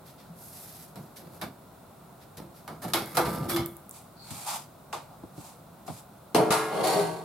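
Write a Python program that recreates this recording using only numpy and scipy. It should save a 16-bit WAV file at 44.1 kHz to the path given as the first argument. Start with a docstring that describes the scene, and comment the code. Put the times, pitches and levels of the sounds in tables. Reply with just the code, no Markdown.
"""Rubs, knocks and scrapes of a thin steel panel held on a truck body in a workshop, then steps and a shoe scuff
as it is carried off; it lands on its edge with a ringing clatter and slides to rest over a low, steady noise.
Blows are noise bursts plus ringing sine modes; rubbing is noise chopped into tiny slips, which on steel also
excite the modes. Low thuds and short hums are swelling sines, a squeal and a fabric swish are fuzzy tones,
grit is short bright noise and the ventilation-like room is steady coloured noise."""
import sys
import numpy as np
from scipy import signal
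from scipy.fft import rfft, irfft
from scipy.io import wavfile

SR = 44100
rng = np.random.default_rng(int(sys.argv[2]) if len(sys.argv) > 2 else 0)


def unload_audio(sound):
    """Save the sound as a 16-bit wav file, at the path given as the first command line argument."""
    columns = np.transpose(np.atleast_2d(sound))
    # keep every value between -1 and 1, then stretch to whole-number steps
    steps = np.round(np.clip(columns, -1, 1) * 32767)
    wavfile.write(sys.argv[1], SR, steps.astype(np.int16))


N = 319284

# Bass, body, clank, rasp and hiss bands. Each row: low edge in Hz, high edge in Hz.
BANDS = [(60, 260), (260, 650), (650, 1500), (1500, 5500), (5500, 16000)]
BAND_HZ = np.sqrt(np.prod(BANDS, axis=1))  # band centres

# Blows on the held panel. Each row: start in seconds, level in dB, brightness in dB per octave, bass thud in dB,
# t60 at 1 kHz in seconds, contact crack in dB re level, ring in dB, favoured pitch in Hz.
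KNOCKS = [(0.957, -50.5, -1, 13.5, 0.25, 4, -61, 530), (1.413, -37.5, -0.86, 7, 0.23, -14, -77, 2170),
          (2.678, -46, -2, 2, 0.36, 8, -78, 1130), (2.836, -43, -2.7, 8.5, 0.28, -4, -68, 820),
          (2.935, -28.5, 0, 0.5, 0.31, 4.5, -39.5, 3050), (3.17, -26, -0.74, -0.5, 0.27, 4.5, -34.5, 1060),
          (3.256, -35.5, -4.5, -10, 0.29, -4, -50, 3500), (3.496, -40.5, 2.7, -7, 0.16, 0, -62, 1600),
          (3.562, -36.5, -0.7, 1, 0.39, 5, -45, 2670)]
# The panel's edge hits the floor and bounces. Each row: start in seconds, level in dB, brightness in dB per
# octave, bass thud in dB, t60 at 1 kHz in seconds, crack in dB re level, ring in dB, favoured pitch in Hz.
CLATTERS = [(6.347, -23, -3.02, -4, 0.24, -15, -31, 347), (6.359, -32.5, -9.5, -5.5, 0.4, -3, -56, 650),
            (6.388, -30, -7, -6.5, 0.66, -10, -62, 426), (6.506, -31, -1.3, 8.5, 0.62, -12, -38.5, 1010)]
# The panel's edge drags on the truck body. 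Each row: start, rise, hold and fade t60 in seconds, level in dB,
# brightness in dB per octave.
DRAGS = [(1.16, 0.015, 0.3, 0.14, -58.5, -2.5), (2.37, 0.022, 0.031, 0.26, -52, -3),
         (2.815, 0.01, .015, 1, -45, -0.3), (2.98, 0.028, 0.23, 0.29, -50.5, 0),
         (3.14, 0.017, .005, 0.092, -37.5, 0), (3.18, 0.069, 0.25, 0.29, -45, -4),
         (3.245, 0.0053, 0.0051, 0.74, -39.5, 0.25), (3.483, 0.01, 0.075, 0.1, -37, 0),
         (3.55, 0.04, 0.036, 0.81, -63, -10)]
# The standing panel skids, judders along the floor and scrapes to rest. Each row: start, rise, hold and
# fade t60 in seconds, level in dB, brightness in dB per octave.
SLIDES = [(6.512, 0.013, 0.0092, 0.18, -36.5, 2), (6.66, 0.12, 0.2, 0.91, -32.5, -4),
          (6.825, 0.026, 0.054, 0.89, -32, -.5)]
# Dull footfall bumps, panel modes humming and the sheet's bass bumps. Each row: start in seconds, level in dB,
# pitch in Hz, rise in seconds, t60 in seconds.
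THUDS_AND_HUMS = [(0.293, -39.5, 170, .012, 0.26), (0.992, -39, 147, .01, 0.15),
                  (2.391, -43, 173, 0.012, 0.11), (2.938, -30.5, 333.3, 0.011, 0.41),
                  (3.17, -27, 493.4, 0.0088, 0.5), (3.195, -26, 328.6, 0.019, 0.15),
                  (3.21, -41, 67.3, .05, 0.96), (3.276, -33.5, 177, 0.024, 0.12),
                  (3.33, -31, 196, 0.0094, 0.15), (3.391, -26.5, 139, 0.038, 0.046),
                  (3.511, -24.5, 338.2, 0.05, 0.39), (6.344, -23, 251, 0.004, 0.14),
                  (6.504, -21, 183, .003, 0.048), (6.921, -24, 408.6, 0.077, .3),
                  (6.95, -32, 179.2, 0.02, 0.43)]
# Narrow fuzzy bands: a thin squeal of the rubbed sheet, then a whistling swish of fabric. Each row: start, rise,
# hold and fade t60 in seconds, level in dB, pitch in Hz, sag in Hz per second (negative climbs), width in Hz.
SQUEAL_AND_SWISH = [(3.473, .05, 0.025, 0.4, -42.5, 3420, -5, 109),
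                    (4.135, 0.093, 0.11, .4, -54, 4450, 606, 510)]
# Small sharp ticks of grit. Each row: start in seconds, level in dB, pitch in Hz.
TICKS = [(2.3727, -41, 11400), (3.0592, -29, 12200), (3.6607, -21.5, 13500), (3.768, -31, 12300),
         (3.8938, -32.5, 12360), (3.911, -28, 9560)]
# The glove rubs on the paint. Each row: start, rise, hold and fade t60 in seconds, level in dB,
# brightness in dB per octave.
GLOVE_RUBS = [(0.045, 0.023, .02, 0.27, -50, -2), (0.175, 0.011, 0.016, 0.41, -44.5, -6),
              (0.33, 0.1, 0.2, .5, -68, 5.5), (0.48, 0.1, 0.26, 0.29, -55.5, 1.5),
              (0.95, 0.016, 0.024, 0.96, -63.5, 1), (1.155, .012, 0.0091, 0.23, -46.5, -1),
              (1.28, 0.078, .02, 0.091, -71, 4), (2.19, 0.035, .01, 0.14, -49.5, -4.5),
              (2.368, 0.0041, .01, 0.1, -41, -2.5), (2.52, 0.055, .01, 0.32, -57, -0.5)]
# Soles and clothes brush along. 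Each row: start, rise, hold and fade t60 in seconds, level in dB,
# brightness in dB per octave.
SCUFFS = [(3.91, 0.048, 0.009, 0.36, -59, 2.5), (4.17, 0.245, 0.036, 0.18, -49, 1.5),
          (4.453, 0.02, 0.087, 0.26, -38, 0), (5.08, 0.039, 0.035, 0.14, -55.5, -8),
          (5.3, .17, 0.0098, 0.38, -55.5, 1.14), (5.855, 0.017, 0.12, 0.19, -57.5, 1.75)]
# Footfalls and dull bumps. Each row: start in seconds, level in dB, brightness in dB per octave,
# bass thud in dB, t60 at 1 kHz in seconds, favoured pitch in Hz.
STEPS = [(4.306, -50, 1, 14, 0.18, 110), (4.928, -40, -2.56, -23, 0.29, 1260),
         (5.234, -55.5, -8, -3.5, 0.099, 395), (5.377, -51.5, -6.5, -6, .1, 260),
         (5.878, -45, -4, -4.5, 0.16, 790), (5.892, -59.5, -7.5, 1.5, 0.14, 130)]

# Panel modes when held, standing on its edge, and leaning. Each row: pitch in Hz, relative level in dB,
# t60 in seconds.
HELD_MODES = [(339, 9, 0.45), (456, -1, 0.7), (513, 3, 0.7), (565, -4, 0.7), (631, -4, 0.6), (775, 2, 0.3),
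              (866, 4, 0.35), (903, -2, 1.0), (946, 1, 0.8), (972, -2, 0.9), (995, -2, 0.9), (1196, 6, 1.3),
              (1232, 4, 0.3), (1316, 4, 0.7), (1338, -1, 0.8), (1540, 1, 1.1), (1604, -2, 0.9),
              (1724, -1, 0.9), (1946, -2, 0.7), (2137, 4, 0.6), (2150, 9, 0.25), (2222, 0, 0.8),
              (3363, -2, 0.6), (4060, 3, 0.25), (4660, -1, 0.25)]
ON_EDGE_MODES = [(138, 4, 1.0), (151, 3, 1.0), (184, 0, 0.8), (233, -3, 1.6), (323, 3, 1.6), (371, -2, 1.6),
                 (413, 0, 1.6), (437, 12, 1.4), (460, -1, 1.6), (534, -2, 1.6), (583, 1, 1.6),
                 (724, 9, 1.6), (789, -2, 1.6), (898, 3, 1.2), (1074, 2, 1.6), (1191, 5, 1.1),
                 (1237, -1, 1.2), (1320, 2, 1.2), (1353, 0, 1.3), (1400, 8, 1.4), (1665, 6, 1.3),
                 (1813, 0, 1.3), (1946, 0, 1.2), (2129, 8, 1.2), (2356, 1, 1.0), (2449, 3, 1.1),
                 (2568, 2, 0.9), (2757, 0, 1.2), (2972, 1, 1.0), (4124, 2, 0.9)]
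LEANING_MODES = [(122, 1, 0.8), (166, 6, 0.7), (195, 0, 1.1), (312, 2, 1.1), (371, 6, 0.8), (408, 9, 0.4),
                 (432, 2, 0.5), (459, 0, 0.7), (536, 2, 0.6), (634, 7, 0.6), (724, 3, 0.8), (767, 1, 1.1),
                 (911, 5, 1.1), (950, 2, 0.6), (989, 4, 0.5), (1130, 3, 0.9), (1525, 3, 1.1),
                 (1647, 3, 1.1), (1950, 4, 0.8), (2063, 5, 0.9), (2132, 3, 0.8), (2757, 3, 0.9),
                 (4114, 1, 0.5)]

# How each contact shares its sound among the bands. Each entry: offset in dB, one per band from bass to hiss.
KNOCK_SHAPE = [0, -1, 1, -1, 0]
CLATTER_SHAPE = [-19, -14, -3.5, -3, 6]
STEP_SHAPE = [-1, -6.5, 0, 2, 4.5]
DRAG_SHAPE = [-3.4, -4.4, -4.7, -4.4, 0.2]
SLIDE_SHAPE = [-23, -6.5, -4, -6, 0.5]
# Light rubbing only reaches the top bands. Each entry: offset in dB, the last one for hiss.
SCUFF_SHAPE = [0, -3, 0]
GLOVE_SHAPE = [-6, 0]

# Broad noise colours of panel, floor, glove and room. 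Each row: frequency in Hz, relative spectrum level in dB.
HELD_COLOUR = [(30, 0), (65, -21), (140, -1), (260, -9), (340, -2.5), (600, -6), (850, -2), (1300, -9),
               (1750, -20.5), (2200, -17), (2700, -24), (4100, -20.5), (6300, -25.5), (12500, -14),
               (16000, -28.5)]
FREE_COLOUR = [(30, -60), (70, -35), (140, 3.5), (240, -10), (375, -4.5), (437, 0.5), (560, -2.5),
               (780, 7.5), (1200, 0.5), (1750, -12), (2150, -7), (4100, -17), (6000, -35), (11000, -30.5),
               (16000, -48)]
STEP_COLOUR = [(35, -41), (60, -20), (118, -0.5), (202, -9), (398, -7.5), (882, -0.5), (1170, -8.5),
               (1700, -25.5), (2350, -18.5), (2900, -22), (3580, -18.5), (5860, -20), (7940, -10.5),
               (13000, -13), (16000, -27)]
GLOVE_COLOUR = [(710, -38), (1200, -3.5), (2180, -4.5), (3010, -7), (3830, -2.5), (6800, -6), (12700, 4.5),
                (14800, -7), (16000, -27)]
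AIR_COLOUR = [(15, -67), (25, -47), (45, -13.5), (92, -5), (161, 1), (229, -5), (344, -10), (384, -6),
              (416, -11.5), (695, -6), (818, -9.5), (1400, -14), (1740, -25.5), (3250, -29), (3620, -25),
              (5000, -31), (6050, -32), (8140, -28), (16000, -27)]

# Left-right likeness at each place. Each row: frequency in Hz, correlation from -1 to 1.
HELD_SAME = [(60, 1), (180, 1), (550, 0.76), (1650, 0.6), (4970, 0.47), (15000, 0.22)]
FREE_SAME = [(60, 1), (180, 0.84), (550, 0.68), (1650, 0.56), (4970, 0.36), (15000, -0.31)]
AIR_SAME = [(60, 1), (180, 0.93), (550, 0.63), (1650, 0.57), (4970, 0.27), (15000, 0.052)]
# Stereo balance at each place. Each row: frequency in Hz, left over right in dB.
HELD_SIDE = [(60, 3.5), (180, -1.1), (550, -0.3), (1650, -2), (4970, -1.5), (15000, -1)]
FREE_SIDE = [(60, -0.17), (180, 0.078), (550, 1.0), (1650, 0.36), (4970, -0.049), (15000, -2.9)]
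AIR_SIDE = [(60, 0.58), (180, -1.3), (550, 0.95), (1650, -0.17), (4970, -0.22), (15000, -1.2)]


def held_panel():
    """Knocks and dragging against the truck body; once it is free, the gloves grip it and deaden its ring."""
    place = HELD_COLOUR, HELD_SAME, HELD_SIDE, 3.5  # last: ripple in dB
    knocks = struck_panel(KNOCKS, HELD_MODES, KNOCK_SHAPE, place, clang_db=5, focus_db=15.5, lag=0.011,
                          tail_db=-31, tail_t60=0.33, damping=0.074)
    drag = friction(DRAGS, DRAG_SHAPE, place, slips_per_s=500, spread_db=3.5, smooth=0.5, t60=0.04)
    grip_s, grip_db_per_s = 3.6, 50
    grip = amp(-grip_db_per_s * np.maximum(np.arange(N) / SR - grip_s, 0))
    return grip * (knocks + singing(drag, HELD_MODES, ring_db=-13.5, top_hz=1580))


def panel_set_down():
    """Free of the hands, the sheet clatters, rings long and slides to rest, where leaning damps it."""
    place = FREE_COLOUR, FREE_SAME, FREE_SIDE, 4  # last: ripple in dB
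    clatter = struck_panel(CLATTERS, ON_EDGE_MODES, CLATTER_SHAPE, place, clang_db=11.5, focus_db=9, lag=0.0033,
                           tail_db=-14, tail_t60=0.7, damping=0.024)
    slide = friction(SLIDES, SLIDE_SHAPE, place, slips_per_s=790, spread_db=3.5, smooth=1.0, t60=0.075)
    rest_s, damping_db_per_s = 7.03, 15
    rest = amp(-damping_db_per_s * np.maximum(np.arange(N) / SR - rest_s, 0))
    return rest * (clatter + singing(slide, LEANING_MODES, ring_db=-9, top_hz=1400))


def thuds_and_hums():
    """Dull footfall bumps, humming panel modes and the sheet's bass bumps, each a swelling, dying sine."""
    out = np.zeros((2, N))
    for s, db, hz, rise, t60 in THUDS_AND_HUMS:
        envelope = stroke_envelope(rise, 0, t60)
        t = np.arange(len(envelope)) / SR
        add(out, s, amp(db) * envelope * np.sin(2 * np.pi * hz * t))
    return out


def squeal_and_swish():
    """A thin squeal, then a whistling fabric swish: slow noise modulates a sine whose pitch slides steadily."""
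    out, t = np.zeros((2, N)), np.arange(SR) / SR
    for s, rise, hold, fade, db, hz, sag, width_hz in SQUEAL_AND_SWISH:
        envelope = stroke_envelope(rise, hold, fade)[:SR]
        fuzz = lowpass(rng.standard_normal((2, SR)), width_hz / 2)
        carrier = np.sin(2 * np.pi * np.cumsum(hz - sag * t) / SR)
        tone = evened(fuzz * carrier)
        add(out, s, amp(db) * envelope * tone[:, :len(envelope)])
    return out


def grit():
    """Flakes of rust tick on the sheet: a very short bright noise burst with a faint tail."""
    out, t = np.zeros((2, N)), np.arange(SR // 8) / SR
    for s, db, hz in TICKS:
        # rises towards the pitch; above it stays at the last level
        colour = [(hz / 2.5, -25), (hz / 1.1, -3), (hz, 0), (hz * 0.99, -9)]
        fade = amp(-60 * t / 0.0045) + amp(-24 - 60 * t / 0.38)
        tick = fade * noise_pair(colour, HELD_SAME, HELD_SIDE, ripple_db=4, size=len(t))
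        add(out, s, amp(db) * band(tick, BANDS[-1]))
    return out


def worker():
    """The glove's hiss on paint, then steps and scuffs on the concrete."""
    ripple_db = 1.2
    paint = GLOVE_COLOUR, HELD_SAME, AIR_SIDE, ripple_db
    concrete = STEP_COLOUR, FREE_SAME, AIR_SIDE, ripple_db
    out = friction(GLOVE_RUBS, GLOVE_SHAPE, paint, slips_per_s=4600, spread_db=8, smooth=1.0, t60=0.051)
    out += friction(SCUFFS, SCUFF_SHAPE, concrete, slips_per_s=810, spread_db=0.5, smooth=0.66, t60=0.068)
    for s, db, brightness, thud_db, t60, favoured_hz in STEPS:
        levels = band_levels(STEP_SHAPE, db, brightness, thud_db)
        step = blow(levels, t60, lag=0.00037, crack_db=-75, place=concrete,
                    tail_db=-34, tail_t60=0.45, damping=0.01)
        add(out, s, clang(step, favoured_hz, gain_db=9.0))
    return out


def room_air():
    """The low, steady ventilation-like noise of the room: coloured noise at a constant level."""
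    level_db = -51
    return amp(level_db) * noise_pair(AIR_COLOUR, AIR_SAME, AIR_SIDE, ripple_db=1.0, size=N)


def struck_panel(rows, modes, shape, place, clang_db, focus_db, **contact):
    """Each blow also rings the panel's long modes, focus_db weaker for each octave from the pitch it favours."""
    out = np.zeros((2, N))
    for s, db, brightness, thud_db, t60, crack_db, ring_db, favoured_hz in rows:
        hz, rings = mode_rings(modes)
        mode_gain = amp(ring_db - focus_db * abs(np.log2(hz / favoured_hz)))
        ring = np.tensordot(mode_gain, rings, 1)
        ring *= 1 - np.exp(-np.arange(ring.shape[1]) / SR / 0.00055)  # soft onset
        levels = band_levels(shape, db, brightness, thud_db)
        hit = blow(levels, t60, crack_db=crack_db, place=place, **contact)
        add(out, s, ring + clang(hit, favoured_hz, clang_db))
    return out


def blow(levels, t60, lag, crack_db, place, tail_db, tail_t60, damping):
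    """A contact crack, then a crowd of short modes and room echoes; bending waves bring the bass late."""
    t = np.arange(SR) / SR
    crowd, out = noise_pair(*place, size=SR), np.zeros((2, SR))
    for edges, khz, db in zip(BANDS, BAND_HZ / 1000, levels):
        swell = 1 - np.exp(-t * khz / (lag / 2 + 1e-5))
        body_fade = amp(-60 * t / (t60 * khz ** -damping))  # treble dies sooner
        echo_fade = amp(tail_db - 60 * t / tail_t60)
        crack = amp(crack_db - 60 * t / 0.012) * min(khz, 1)
        envelope = swell * np.hypot(body_fade, echo_fade) + crack
        out += amp(db) * evened(band(crowd, edges)) * envelope
    return out


def friction(strokes, shape, place, slips_per_s, spread_db, smooth, t60):
    """Each stroke is a run of tiny slips of uneven size, each slip a short dying burst."""
    out = np.zeros((2, N))
    for s, rise, hold, fade, db, brightness in strokes:
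        envelope = stroke_envelope(rise, hold, fade)[:SR]
        is_slip = rng.random(SR) < slips_per_s / SR
        slips = is_slip * amp(spread_db * np.minimum(rng.exponential(1, SR), 4))
        power = signal.lfilter([1], [1, -amp(-60 / t60 / SR) ** 2], slips ** 2)
        roughness = np.hypot(evened(np.sqrt(power)), smooth)  # smooth adds a steady hiss
        rub = roughness * noise_pair(*place, size=SR)
        levels = band_levels(shape, db, brightness)
        sound = sum(amp(level) * evened(band(rub, edges))
                    for edges, level in zip(BANDS[-len(shape):], levels))
        add(out, s, sound[:, :len(envelope)] * envelope)
    return out


def singing(rub, modes, ring_db, top_hz):
    """Rubbing keeps the panel's modes ringing, mostly those under top_hz."""
    response = mode_rings(modes)[1].sum(0)
    response = response / np.linalg.norm(response[0])
    ring = signal.fftconvolve(lowpass(rub, top_hz), response, axes=1)[:, :N]
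    return rub + amp(ring_db) * ring


def mode_rings(modes):
    """Frequencies and dying stereo sines of the modes; the sheet's slow wobble bends each pitch a little."""
    hz, db, t60 = np.transpose(modes)
    t = np.arange(SR) / SR
    one_each = (len(hz), 1, 1)
    phase = rng.uniform(0, 2 * np.pi, one_each) + 0.14 * rng.standard_normal((len(hz), 2, 1))
    wobble_hz = rng.uniform(2.33, 7.7, one_each)
    wobble = 0.5 * np.sin(2 * np.pi * (wobble_hz * t + rng.random(one_each)))
    fade = amp(db[:, None] - 60 * t / t60[:, None])
    return hz, fade[:, None] * np.sin(2 * np.pi * hz[:, None, None] * t + phase + wobble)


def clang(x, hz, gain_db):
    """Where and how hard a thing is struck lifts a broad range around one pitch."""
    b, a = signal.iirpeak(hz, 1.2, fs=SR)
    return x + (amp(gain_db) - 1) * signal.lfilter(b, a, x)


def band_levels(shape, db, brightness, thud_db=0):
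    """Levels of the top bands of a contact: brightness tilts them about 1 kHz, a heavy touch adds bass."""
    hz = BAND_HZ[-len(shape):]
    tilt = brightness * np.log2(hz / 1000)
    return db + np.array(shape) + tilt + thud_db * (hz == BAND_HZ[0])


def stroke_envelope(rise, hold, t60):
    """A sound swells, holds, and dies away."""
    t = np.arange(0, rise + hold + t60, 1 / SR)
    swell = np.sin(np.pi / 2 * np.minimum(t / rise, 1)) ** 2
    return swell * amp(-60 * np.maximum(t - rise - hold, 0) / t60)


def noise_pair(colour, same, side, ripple_db, size):
    """Coloured left-right noise, partly alike; crowded modes ripple the spectrum."""
    hz = np.fft.rfftfreq(size, 1 / SR)
    knots = np.arange(0, SR / 2, 90)
    ripple = np.interp(hz, knots, rng.standard_normal(len(knots))) * np.minimum(hz / 2000, 1)
    common, apart = rfft(rng.standard_normal((2, size)))
    likeness = np.clip(read(same, hz), -1, 1)
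    sign = np.array([[1], [-1]])  # left, right
    pair = np.sqrt(1 + likeness) * common + sign * np.sqrt(1 - likeness) * apart
    pair = pair * amp(sign * read(side, hz) / 2)
    return evened(irfft(pair * amp(read(colour, hz) + ripple_db * ripple), size))


def band(x, edges):
    """Causal band-pass."""
    return signal.sosfilt(signal.butter(4, edges, "band", fs=SR, output="sos"), x)


def lowpass(x, hz):
    """Gentle causal low-pass."""
    return signal.sosfilt(signal.butter(2, hz, fs=SR, output="sos"), x)


def amp(db):
    """Decibels to gain."""
    return 10 ** (np.asarray(db) / 20)


def evened(x):
    """Scales to rms 1."""
    return x / np.sqrt(np.mean(x ** 2) + 1e-20)


def read(points, hz):
    """Reads (Hz, value) points on a log-frequency axis."""
    f, value = np.transpose(points)
    return np.interp(np.log(hz + 1), np.log(f + 1), value)


def add(mix, s, sound):
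    """Mixes a sound into the stereo mix at time s."""
    part = mix[:, max(round(s * SR), 0):][:, :sound.shape[-1]]
    part += sound[..., :part.shape[1]]


def scene():
    """Panel and worker over the steady room noise."""
    panel = held_panel() + panel_set_down()
    details = thuds_and_hums() + squeal_and_swish() + grit()
    return panel + details + worker() + room_air()


def record(dry):
    """Band limit: a steep low-pass takes off the very top of the treble."""
    edge_hz = 16100
    lowpass_taps = signal.firwin(255, edge_hz, window=("kaiser", 9), fs=SR)
    return signal.oaconvolve(dry, lowpass_taps[None], "same")


dry = scene()
out = record(dry)
unload_audio(out)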